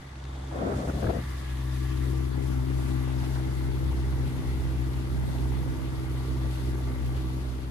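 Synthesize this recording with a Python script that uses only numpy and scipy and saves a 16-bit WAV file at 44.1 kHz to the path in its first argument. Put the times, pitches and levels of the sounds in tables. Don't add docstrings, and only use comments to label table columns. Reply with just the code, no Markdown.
import sys
import numpy as np
from scipy import signal
from scipy.fft import rfft, irfft
from scipy.io import wavfile

SR = 44100
rng = np.random.default_rng(int(sys.argv[2]) if len(sys.argv) > 2 else 0)


def inscribe(sig):
    pcm = np.round(np.clip(np.atleast_2d(sig).T, -1, 1) * 32767)
    wavfile.write(sys.argv[1], SR, pcm.astype(np.int16))


N = 339808
TIME = np.arange(N) / SR
BINS_HZ = np.maximum(np.arange(N // 2 + 1) * SR / N, 1)

# [t/s, motor left-right/dB, left port lead/rad of a firing, bass stereo width/dB]
BEARING = [(0, -8, 0, -60), (1.1, 3, 0.25, -27), (1.5, 15.5, 0.34, -18), (2, 16, 0.3, -8.5),
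           (2.6, 6.5, 0.38, -0.5), (3.6, 2.5, 0.22, 8), (4.5, 0.5, 0.12, 13), (5.1, -0.5, 0.21, 8),
           (5.6, -0.5, 0.17, 14), (6.3, 0, 0.13, 10.5), (7.71, 0, 0.11, 8)]


def exhaust(firing, low_db, octave_db, pipe_db, lean_db, lead_rad, smear_rad=0.37):
    # [multiple of firing rate, relative level/dB]
    pipe_orders = [(3, -16), (4, -0.5), (5, 0), (5.5, -20), (6, -9.5), (7, -15), (8, -18)]
    # [t/s, gain/dB]
    fourth_swell = [(0, -0.5), (2.05, -1), (2.5, -0.5), (2.66, 5.5), (2.77, -4.5), (2.9, 7), (3.0, 0),
                    (3.12, 5.5), (3.35, -4.5), (4.3, -1), (5.4, -1.5), (5.75, -2), (6.1, -3), (6.3, 3),
                    (6.5, -3.5), (6.95, 2), (7.15, -1.5), (7.71, 1.5)]
    fifth_swell = [(0, -0.5), (1.85, 1), (2.05, 0.5), (2.6, 0), (3.2, 0.5), (3.9, 0), (4.35, -3), (4.9, 1),
                   (5.15, -3), (5.45, -1.5), (5.95, 1.5), (6.6, 1), (7.05, -2), (7.3, 1), (7.52, -7),
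                   (7.71, 2)]

    firing = firing + lead_rad * np.array([[.5], [-.5]])
    half_orders = from_db(-29) * np.cos(3 * firing / 2)
    low = from_db(low_db + 2.5) * (partial(firing, waver=0.019, port_waver=0.093) + half_orders)
    octave = from_db(octave_db + 4.0) * partial(2 * firing, waver=0.023, port_waver=0.021)

    late = firing - 2.3 + 0.068 * drift(35)
    swell_db = {4: in_time(fourth_swell)[0], 5: in_time(fifth_swell)[0]}
    pipe = 0
    for order, db in pipe_orders:
        phase = order * late - smear_rad * (order - 5) ** 2
        gain = from_db(db + swell_db.get(order, 0))
        pipe = pipe + gain * partial(phase, waver=0.1, port_waver=0.12)
    pipe_gain = from_db(pipe_db + 2.1 * drift(35))
    return -(low + octave) * pan(lean_db) - pipe_gain * pipe * pan(.5 * lean_db)


def exhaust_levels():
    # [t/s, fundamental/dB, octave/dB, pipe ring/dB], relative
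    courses = [(0, -51, -53, -66), (.25, -36.5, -46, -55), (.5, -36, -42.5, -48.5),
               (1.48, -33, -45.5, -49.5), (1.67, -34.5, -38, -48), (2.03, -32, -37.5, -40),
               (2.65, -30, -32.5, -37), (3.0, -29, -32.5, -40.5), (3.5, -31.5, -35.5, -39.5),
               (3.85, -28.5, -35, -40), (4.55, -31, -35.5, -42), (5.3, -30, -37, -40),
               (5.85, -35.5, -36, -40), (6.45, -30.5, -34.5, -42.5), (7.3, -31, -36, -41),
               (7.71, -35.5, -44.5, -44.5)]
    # [fundamental/dB, octave/dB, pipe ring/dB]
    flutter_spread = (.8, .8, .8)
    # [centre t/s, full 1/e width/s, fundamental/dB, octave/dB]
    dips = [(1.402, 0.18, -4, -0.5), (3.942, 0.054, 1, -13), (4.34, 0.1, -11, -2), (4.44, 0.041, -17, -2),
            (5.735, .04, -12, -2), (5.787, 0.12, 2, -8), (6.03, 0.089, -8, -1), (6.97, 0.11, -3.5, -3)]

    flutter_per_s = 3.4
    low_db, octave_db, pipe_db = (
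        db + spread_db * drift(flutter_per_s) for db, spread_db in zip(in_time(courses), flutter_spread))
    low_dip, octave_dip = 0, 0
    for centre_s, width_s, low_change_db, octave_change_db in dips:
        shape = np.exp(-np.minimum((2 * (TIME - centre_s) / width_s) ** 2, 50))
        low_dip = low_dip + low_change_db * shape
        octave_dip = octave_dip + octave_change_db * shape
    return low_db + low_dip, octave_db + octave_dip, pipe_db


def burble(firing, pipe_db, lean_db, lead_rad):
    # [f/Hz, relative level/dB]
    gas_spectrum = [(32, -9), (45, -4.5), (65, 3.5), (125, -1.5), (190, -6.5), (290, -9), (390, -8.5),
                    (480, -18.5), (700, -27)]
    # [f/Hz, left-right correlation]
    port_likeness = [(60, 0.98), (140, 0.81), (205, .1), (290, 0.91), (600, 0.96)]

    puffs = 1 + 0.078 * np.cos(firing - 2.6)
    gas = spread(white() * puffs, gas_spectrum, at_bins(port_likeness), lean_db=-2.0)
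    lag_samples = lead_rad / np.gradient(firing)
    n = np.arange(N)
    gas = np.array([np.interp(n + side * lag_samples, n, port) for side, port in zip((.5, -.5), gas)])
    return from_db(pipe_db + 0.6 + 0.75 * drift(10)) * gas * pan(0.096 * lean_db)


def cowl(firing):
    # [t/s, level/dB]
    course = [(0, -61), (.6, -51), (1.2, -53), (1.9, -51), (2.3, -52.5), (3, -57.5), (5, -57.5), (6.5, -54),
              (7.71, -60)]
    # [f/Hz, bandwidth/Hz, relative level/dB]
    modes = [(1145, 180, -0.5), (1340, 76, -4.5), (1698, 54, -4), (1830, 60, -10), (1967, 120, -4.5),
             (2124, 80, -11), (3340, 590, -13)]

    cowl_db, = in_time(course)
    clatter = white() * (1 + 0.32 * np.cos(firing - 1))
    ringing = 0
    for hz, width_hz, db in modes:
        gain = from_db(db + 3.4 * drift(9))
        ringing = ringing + gain * rms_one(ring(clatter, hz, t60_of(width_hz)))
    return from_db(cowl_db) * rms_one(ringing)


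def whine(firing):
    # [t/s, low group/dB, middle group/dB, high group/dB]
    group_levels = [(0, -71, -79, -85), (1.2, -60, -63.5, -78), (2.05, -59, -63.5, -72),
                    (2.3, -62, -78, -87), (3.0, -55.5, -70, -75), (3.5, -83, -66.5, -70),
                    (4.7, -62, -74, -64.5), (5.4, -68, -78, -71), (6.3, -57.5, -76, -72),
                    (6.7, -63.5, -73, -68), (7.25, -56.5, -87, -78), (7.71, -71, -77, -73)]
    group_orders = [(18,), (26, 27), (29, 30)]

    out = 0
    for level_db, orders in zip(in_time(group_levels), group_orders):
        for order in orders:
            out = out + from_db(level_db) * partial(order * firing, waver=0.48, port_waver=0.38)
    return out


def gears(firing):
    # [multiple of firing rate, relative level/dB]
    tones = [(9, -60.5), (11, -65), (13, -76), (22, -63), (32, -73), (33, -69)]

    heard_db, = in_time([(0, -8), (.6, -5), (1.3, -7.5), (7.71, -6)])
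    tone_sum = sum(from_db(db + 1.0) * partial(order * firing, waver=0.21, port_waver=1.0)
                   for order, db in tones)
    return from_db(heard_db) * tone_sum


def water(firing):
    # [t/s, bow wave/dB, splashing/dB], relative
    wash = [(0, -55.5, -57), (.45, -51, -59.5), (1.2, -55.5, -55), (1.9, -55.5, -58.5), (3.0, -49, -51),
            (4.8, -50.5, -54), (7.25, -49.5, -55), (7.71, -52, -58.5)]
    # [start t/s, length/s, bow wave change/dB]
    surges = [(3.19, 0.31, 2), (3.98, 0.12, 1), (5.13, 0.35, 3.5), (6.3, .13, -1), (6.58, 0.23, 0.5),
              (7.08, 0.17, 1)]
    # [f/Hz, relative level/dB]
    bow_spectrum = [(250, 4), (480, -3.5), (600, -2), (720, -3), (880, 1), (970, -3), (1100, -19.5),
                    (1500, -6), (2500, -48)]
    splash_spectrum = [(600, -1), (1000, 1.5), (1170, 1), (1420, 0), (1560, 3.5), (1700, 1.5), (1820, -2.5),
                       (2020, 2), (2300, -8), (3200, -16)]

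    splash_share = 0.14
    surge_db, = water_rise(surges)
    wave_db, splash_db = in_time(wash) + np.outer([1, splash_share], surge_db)
    froth = white() + 0.3 * bubbles(700, low_hz=450, high_hz=1300, cycles=7.5)
    clatter_pulse = 1 + 0.063 * np.cos(firing)
    splash = white() * clatter_pulse + 0.17 * bubbles(1500, low_hz=1047, high_hz=2570, cycles=13.0)
    bow = from_db(wave_db + 1.5 + 1.1 * drift(22)) * around(froth, bow_spectrum)
    return bow + from_db(splash_db + 2.5) * flickering(splash, splash_spectrum, flicker_db=1.5, count=8)


def splashes():
    # [start t/s, length/s, level/dB, centre f/Hz, width/octaves]
    bursts = [(1.81, 0.098, -59, 1830, .15), (1.98, .24, -44.5, 362, 0.21), (2.02, 0.046, -54, 1780, 0.34),
              (2.5, .08, -54, 1500, 0.4), (2.983, 0.05, -52, 2020, 0.19), (3.105, 0.022, -54, 3460, 0.65),
              (3.192, .06, -42, 190, .5), (3.43, 0.092, -48, 190, 0.5), (3.222, 0.02, -43.5, 750, 0.78),
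              (3.232, .018, -53, 4000, .9), (3.355, 0.012, -42.5, 1010, 1.3), (3.34, 0.017, -52, 3500, 0.7),
              (3.555, 0.05, -59, 2080, .15), (4.335, 0.074, -45, 190, 0.39), (4.446, .12, -56, 2020, 0.22),
              (5.086, 0.035, -56, 1370, 0.37), (5.11, 0.21, -41, 160, 1.1), (5.276, .06, -57, 950, 1.2),
              (5.51, .05, -54, 1950, .3), (6.67, .07, -43, 372, .3), (6.86, 0.15, -57, 2030, .2),
              (7.136, 0.052, -52, 780, 0.88)]

    froth, out = white() + 0.76 * rms_one(drops(900, size_db=11.0)), 0
    for start_s, length_s, db, hz, octaves in bursts:
        edges_hz = hz * 2 ** (np.array([-.5, .5]) * max(octaves, .05))
        edges_hz = np.clip(edges_hz, 20, .45 * SR)
        band_pass = signal.butter(2, edges_hz, "band", fs=SR, output="sos")
        band = rms_one(signal.sosfilt(band_pass, froth))
        out = out + from_db(db) * swell(start_s, length_s, attack_share=.25, release_s=0.017) * band
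    return out


def slaps():
    # [t/s, peak/dB, f/Hz, t60/s]
    hits = [(4.27, -28, 148, 0.046), (5.139, -25.5, 207, 0.038), (6.28, -43, 392, 0.04)]
    return knocks(hits, contact_s=0.008)


def ticks():
    # [t/s, peak/dB, f/Hz, t60/s]
    hits = [(.155, -41, 2600, .0008), (.2, -42, 2900, 0.001), (.239, -43, 4060, 0.00062),
            (.252, -38, 2300, 0.0006), (.352, -50, 3500, .0008), (5.384, -41, 3340, 0.0022)]
    return knocks(hits, contact_s=0.0011)


def spray():
    # [t/s, patter/dB, foam hiss/dB], relative
    steady = [(0, -63, -62), (.15, -63, -64), (.35, -62, -60), (.7, -59, -56.5), (1.2, -55.5, -58),
              (1.95, -58, -58.5), (2.3, -58, -59.5), (3.2, -57, -58.5), (4.9, -57.5, -59),
              (7.35, -57.5, -59.5), (7.71, -59.5, -64)]
    # [start t/s, length/s, patter rise/dB, foam hiss rise/dB]
    showers = [(.7, 0.28, 1, 3), (1.7, 0.22, 3, 2), (2.02, 0.12, 1, 2), (2.42, 0.11, 0, 2.5),
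               (2.72, 0.26, 1, 3), (3.2, 0.13, 1.5, 3), (3.5, 0.099, 0, 1.5), (4.22, 0.28, 1, 1),
               (5.25, 0.089, 0, 2.5), (6.5, 0.057, 3, 3), (6.76, 0.034, 0, 2)]
    # [f/Hz, relative level/dB]
    patter_spectrum = [(1500, -11), (2400, 3.5), (2900, 4), (3200, 2.5), (3500, 3), (3900, 0.5), (4600, -1),
                       (5400, -4.5), (6500, -8)]
    foam_spectrum = [(4500, -6.5), (5500, -5), (6400, 0.5), (7500, -3), (8600, 0), (9700, -2.5),
                     (10500, -2), (12000, -5), (13500, 0)]

    patter_db, foam_db = in_time(steady) + water_rise(showers) + 0.5 * drift(39)
    patter = white() + 0.55 * rms_one(drops(4000, size_db=6.0))
    fizz = white() + 0.38 * rms_one(drops(7000, size_db=4.0))
    return (from_db(patter_db + 3.5) * flickering(patter, patter_spectrum, flicker_db=1.33, count=3)
            + from_db(foam_db + 2.5) * flickering(fizz, foam_spectrum, flicker_db=0.8, count=3))


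def hollow():
    # [t/s, low ring/dB, middle ring/dB, high ring/dB]
    courses = [(0, -78, -63, -71), (.4, -72, -76, -60.5), (1.0, -59, -63, -67), (1.25, -57, -56, -62.5),
               (2.03, -59, -58.5, -62), (2.2, -60, -70, -70), (3, -70, -83, -68), (5, -80, -77, -71)]
    # [f/Hz, single-resonator bandwidth/Hz]
    resonances = [(1090, 340), (1860, 440), (3520, 800)]

    noise, out = rng.standard_normal(N), 0
    for level_db, (hz, width_hz) in zip(in_time(courses), resonances):
        t60_s = t60_of(width_hz)
        tone = rms_one(ring(ring(noise, hz, t60_s), hz, t60_s))
        out = out + from_db(level_db + 1.5 * drift(22)) * tone
    return out


def gust():
    # [t/s, relative peak/dB, trough-to-peak time/s, tearing/dB]
    eddy_rows = [(.591, -30, 0.003, -48), (0.617, -36, .003, -45), (0.706, -32, 0.004, -43),
                 (0.745, -22, 0.027, -45), (0.886, -17, 0.006, -45), (0.898, -18, 0.0059, -40),
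                 (0.953, -20, 0.0059, -50), (1.028, -26, .004, -39), (1.043, -16, 0.003, -36),
                 (1.071, -13, 0.0052, -36), (1.093, -16, 0.0058, -53), (1.107, -20, 0.0076, -48),
                 (1.191, -18, 0.0043, -42), (1.239, -21, 0.0032, -47)]
    # [f/Hz, relative level/dB]
    rumble_spectrum = [(20, -26), (45, -8), (90, 1.5), (140, 1.5), (200, -1), (300, -5), (600, -53)]
    rush_spectrum = [(120, -20), (260, 3), (480, 3.5), (690, 2), (850, -8), (1350, -11), (2200, -25),
                     (4000, -36)]
    # [t/s, left-right/dB]
    gust_lean = [(.55, -2.5), (.85, -5), (1.1, 4.5)]

    ceiling = .16
    rumble_gain, rush_gain = gust_strength()
    eddies, tearing = np.zeros(N), np.zeros(N)
    for centre_s, db, length_s, tear_db in eddy_rows:
        u = np.clip((TIME - centre_s) / (length_s / 2), -10, 10)
        eddies += from_db(db) * u * np.exp((1 - u * u) / 2)
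        tearing += from_db(tear_db) * np.exp(-u * u / 2)

    rumble = spread(white(), rumble_spectrum, alike=0.98, lean_db=7.5)
    rumble = rumble_gain * from_db(0.3 + 1.1 * drift(28)) * rumble

    alike = at_bins([(600, 0.48), (950, -0.67), (2500, -0.62)])
    rush_lean_db = at_bins([(680, 10.0), (950, 0.5)])
    rush = spread(white(), rush_spectrum, alike, rush_lean_db)
    rush = rush_gain * from_db(0.9 + 0.74 * drift(41)) * rush

    fray = rush_gain * from_db(-25.5 + 2.6 * np.minimum(drift(75), 2))
    crackle_spectrum = [(250, -8), (700, 4), (1400, 15), (2500, -10)]
    crackle = np.hypot(tearing, fray) * spread(white(), crackle_spectrum, alike=0.14, lean_db=-1.0)

    lean_db, = in_time(gust_lean)
    pressure = (rumble + rush) * pan(lean_db) + from_db(-8.0) * eddies
    return ceiling * np.tanh(pressure / ceiling) + crackle


def gust_strength():
    # [start t/s, length/s, relative rumble/dB, relative rush/dB]
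    puffs = [(0.52, 0.016, -47, -39.5), (0.532, 0.2, -46, -31.5), (0.597, 0.12, -31.5, -34),
             (0.646, .05, -42, -33), (0.717, 0.059, -30, -36.5), (.775, 0.079, -32.5, -34),
             (0.871, 0.03, -30, -32), (0.928, 0.078, -32, -39), (1.015, 0.075, -30, -34),
             (1.086, 0.018, -29.5, -28), (1.128, 0.043, -33.5, -36), (1.184, 0.0076, -32, -37)]

    power = 0
    for start_s, length_s, *db in puffs:
        envelope = swell(start_s, length_s, attack_share=0.13, release_s=0.013)
        power = power + np.outer(from_db(db), envelope) ** 2
    return np.sqrt(power)


def breeze():
    # [t/s, level/dB]
    course = [(0, -46.5), (.45, -50), (1.3, -43.5), (3, -62), (3.9, -41), (5.2, -39.5), (5.8, -41.5),
              (6.3, -46), (7.1, -46.5), (7.71, -44.5)]
    # [f/Hz, relative level/dB]
    wind_spectrum = [(25, -12.5), (55, -2), (100, -5.5), (150, -9), (220, -13), (400, -28.5)]

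    breeze_db, = in_time(course)
    return from_db(breeze_db + .5 * drift(14)) * spread(white(), wind_spectrum, alike=0.93, lean_db=1.0)


def partial(phase, waver, port_waver):
    sway = 1 + waver * (drift(5.4) + 1j * drift(3.5))
    ports = port_waver * (drift(6.9) + 1j * drift(3.1)) * np.array([[1], [-1]])
    return np.real((sway + ports) * np.exp(1j * phase))


def knocks(rows, contact_s):
    out = np.zeros(N)
    for start_s, db, hz, t60_s in rows:
        age_s = np.maximum(TIME - start_s, 0)
        contact = age_s * np.exp(-np.minimum(age_s / contact_s, 50))
        note = ring(rng.standard_normal(N) * contact, hz, t60_s)
        out += from_db(db) * note / np.abs(note).max()
    return out


def bubbles(per_s, low_hz, high_hz, cycles, count=16):
    born = drops(per_s, size_db=6.0)
    dealt = rng.integers(0, count, N)
    pitches_hz = np.geomspace(low_hz, high_hz, count)
    return rms_one(sum(ring(born * (dealt == k), hz, cycles / hz) for k, hz in enumerate(pitches_hz)))


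def drops(per_s, size_db):
    sizes = from_db(size_db * np.minimum(rng.exponential(1, (2, N)), 4))
    signs = rng.choice([-1, 1], (2, N))
    return sizes * signs * (rng.random((2, N)) < per_s / SR)


def white():
    return rng.standard_normal((2, N))


def ring(clicks, hz, t60_s):
    r, w = np.exp(-np.log(1000) / (t60_s * SR)), 2 * np.pi * hz / SR
    return signal.lfilter([0, np.sin(w)], [1, -2 * r * np.cos(w), r * r], clicks + 1e-18)


def t60_of(width_hz):
    return np.log(1000) / (np.pi * width_hz)


def flickering(sources, spectrum, flicker_db, count=4):
    field = rfft(around(sources, spectrum))
    edges_hz = np.geomspace(spectrum[1][0], spectrum[-1][0], count + 1)[1:-1]
    band = np.searchsorted(edges_hz, BINS_HZ)
    return sum(irfft(field * (band == k), N) * from_db(flicker_db * drift(10.6)) for k in range(count))


def around(sources, spectrum):
    # [f/Hz, left-right correlation, later limited to +-1]
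    likeness = [(60, -5), (140, 7), (210, 7), (330, 1), (520, -0.35), (850, 0.12), (1150, 0.73),
                (1700, -0.77), (2080, 0.14), (2500, -0.25), (9000, 0.12), (10500, 1.1), (12200, 4),
                (13300, -0.94)]
    # [f/Hz, left-right/dB]
    lean = [(100, 12), (250, -1), (800, 1.5), (2000, 0.5), (2900, 3.5), (3500, 5), (4500, 9.5), (5300, 8),
            (6500, 2.5), (8000, 0), (9000, -1.5), (11000, 0)]
    return spread(sources, spectrum, at_bins(likeness), at_bins(lean))


def spread(sources, spectrum, alike, lean_db):
    mid, side = rfft(sources) * colour(spectrum)
    alike = np.clip(alike, -1, 1)
    both = np.sqrt(1 + alike) * mid + np.sqrt(1 - alike) * side * [[1], [-1]]
    return rms_one(irfft(both * pan(lean_db), N))


def colour(spectrum):
    skirts = np.minimum(BINS_HZ / spectrum[0][0], 1) * np.minimum(spectrum[-1][0] / BINS_HZ, 1)
    return from_db(at_bins(spectrum)) * skirts ** 2


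def water_rise(rows):
    return sum(np.outer(rise_db, swell(start_s, length_s, attack_share=0.22, release_s=0.065))
               for start_s, length_s, *rise_db in rows)


def swell(start_s, length_s, attack_share, release_s):
    age_s = TIME - start_s
    attack = np.clip(age_s / (attack_share * length_s), 0, 1)
    return attack * np.exp(-np.clip((age_s - length_s) / release_s, 0, 50))


def drift(rate_hz):
    step = 40
    r = np.exp(-2 * np.pi * rate_hz * step / SR)
    noise = rng.standard_normal(N // step + 2002)
    slow = signal.lfilter([1], [1, -2 * r, r * r], noise)[2000:]
    return np.interp(np.arange(N) / step, np.arange(len(slow)), rms_one(slow))


def in_time(rows):
    s, *columns = np.transpose(rows)
    return [np.interp(TIME, s, c) for c in columns]


def at_bins(points):
    hz, value = np.transpose(points)
    return np.interp(np.log(BINS_HZ), np.log(hz), value)


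def pan(db):
    return from_db(np.array([[.5], [-.5]]) * db)


def from_db(db):
    return 10 ** (np.asarray(db) / 20)


def rms_one(x):
    return x / np.sqrt(np.mean(x ** 2) + 1e-20)


def scene():
    # [t/s, firing rate/Hz]
    speed = [(0, 66.5), (.5, 66.3), (1.4, 64.45), (1.8, 64.5), (2.15, 64.95), (3.15, 64.8), (3.6, 65.2),
             (4.8, 64.85), (5.25, 64.05), (5.75, 64.85), (6.4, 64.5), (6.7, 64.1), (7.25, 64.4),
             (7.71, 64.1)]

    firing_hz, = in_time(speed)
    low_db, octave_db, pipe_db = exhaust_levels()
    lean_db, lead_rad, _ = in_time(BEARING)
    firing = 2 * np.pi * np.cumsum(firing_hz * (1 + 0.001 * drift(8.5))) / SR
    motor = exhaust(firing, low_db, octave_db, pipe_db, lean_db, lead_rad)
    motor = motor + burble(firing, pipe_db, lean_db, lead_rad)
    motor = motor + cowl(firing) + whine(firing) + gears(firing)
    sea = water(firing) + splashes() + slaps() + ticks() + spray() + hollow()
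    return motor + sea + gust() + breeze()


def record(dry):
    # [t/s, gain/dB]
    brightness = [(0, -6), (.2, -12), (.45, -10), (.8, -7.5), (1.1, -0.5), (7.71, 1)]

    *_, width_db = in_time(BEARING)
    top_db, = in_time(brightness)
    field = rfft(dry) / (1 + (30 / BINS_HZ) ** 6)
    bass_side = irfft((field[0] - field[1]) / 2 / (1 + (BINS_HZ / 170) ** 6), N)
    top = irfft(field / (1 + (9000 / BINS_HZ) ** 12), N)
    widening = (from_db(width_db) - 1) * bass_side * [[1], [-1]]
    heard = irfft(field, N) + widening + (from_db(top_db) - 1) * top
    cutoff_hz = 13700
    low_pass = signal.ellip(10, .1, 80, cutoff_hz, fs=SR, output="sos")
    return signal.sosfilt(low_pass, heard)


dry = scene()
out = record(dry)
inscribe(out)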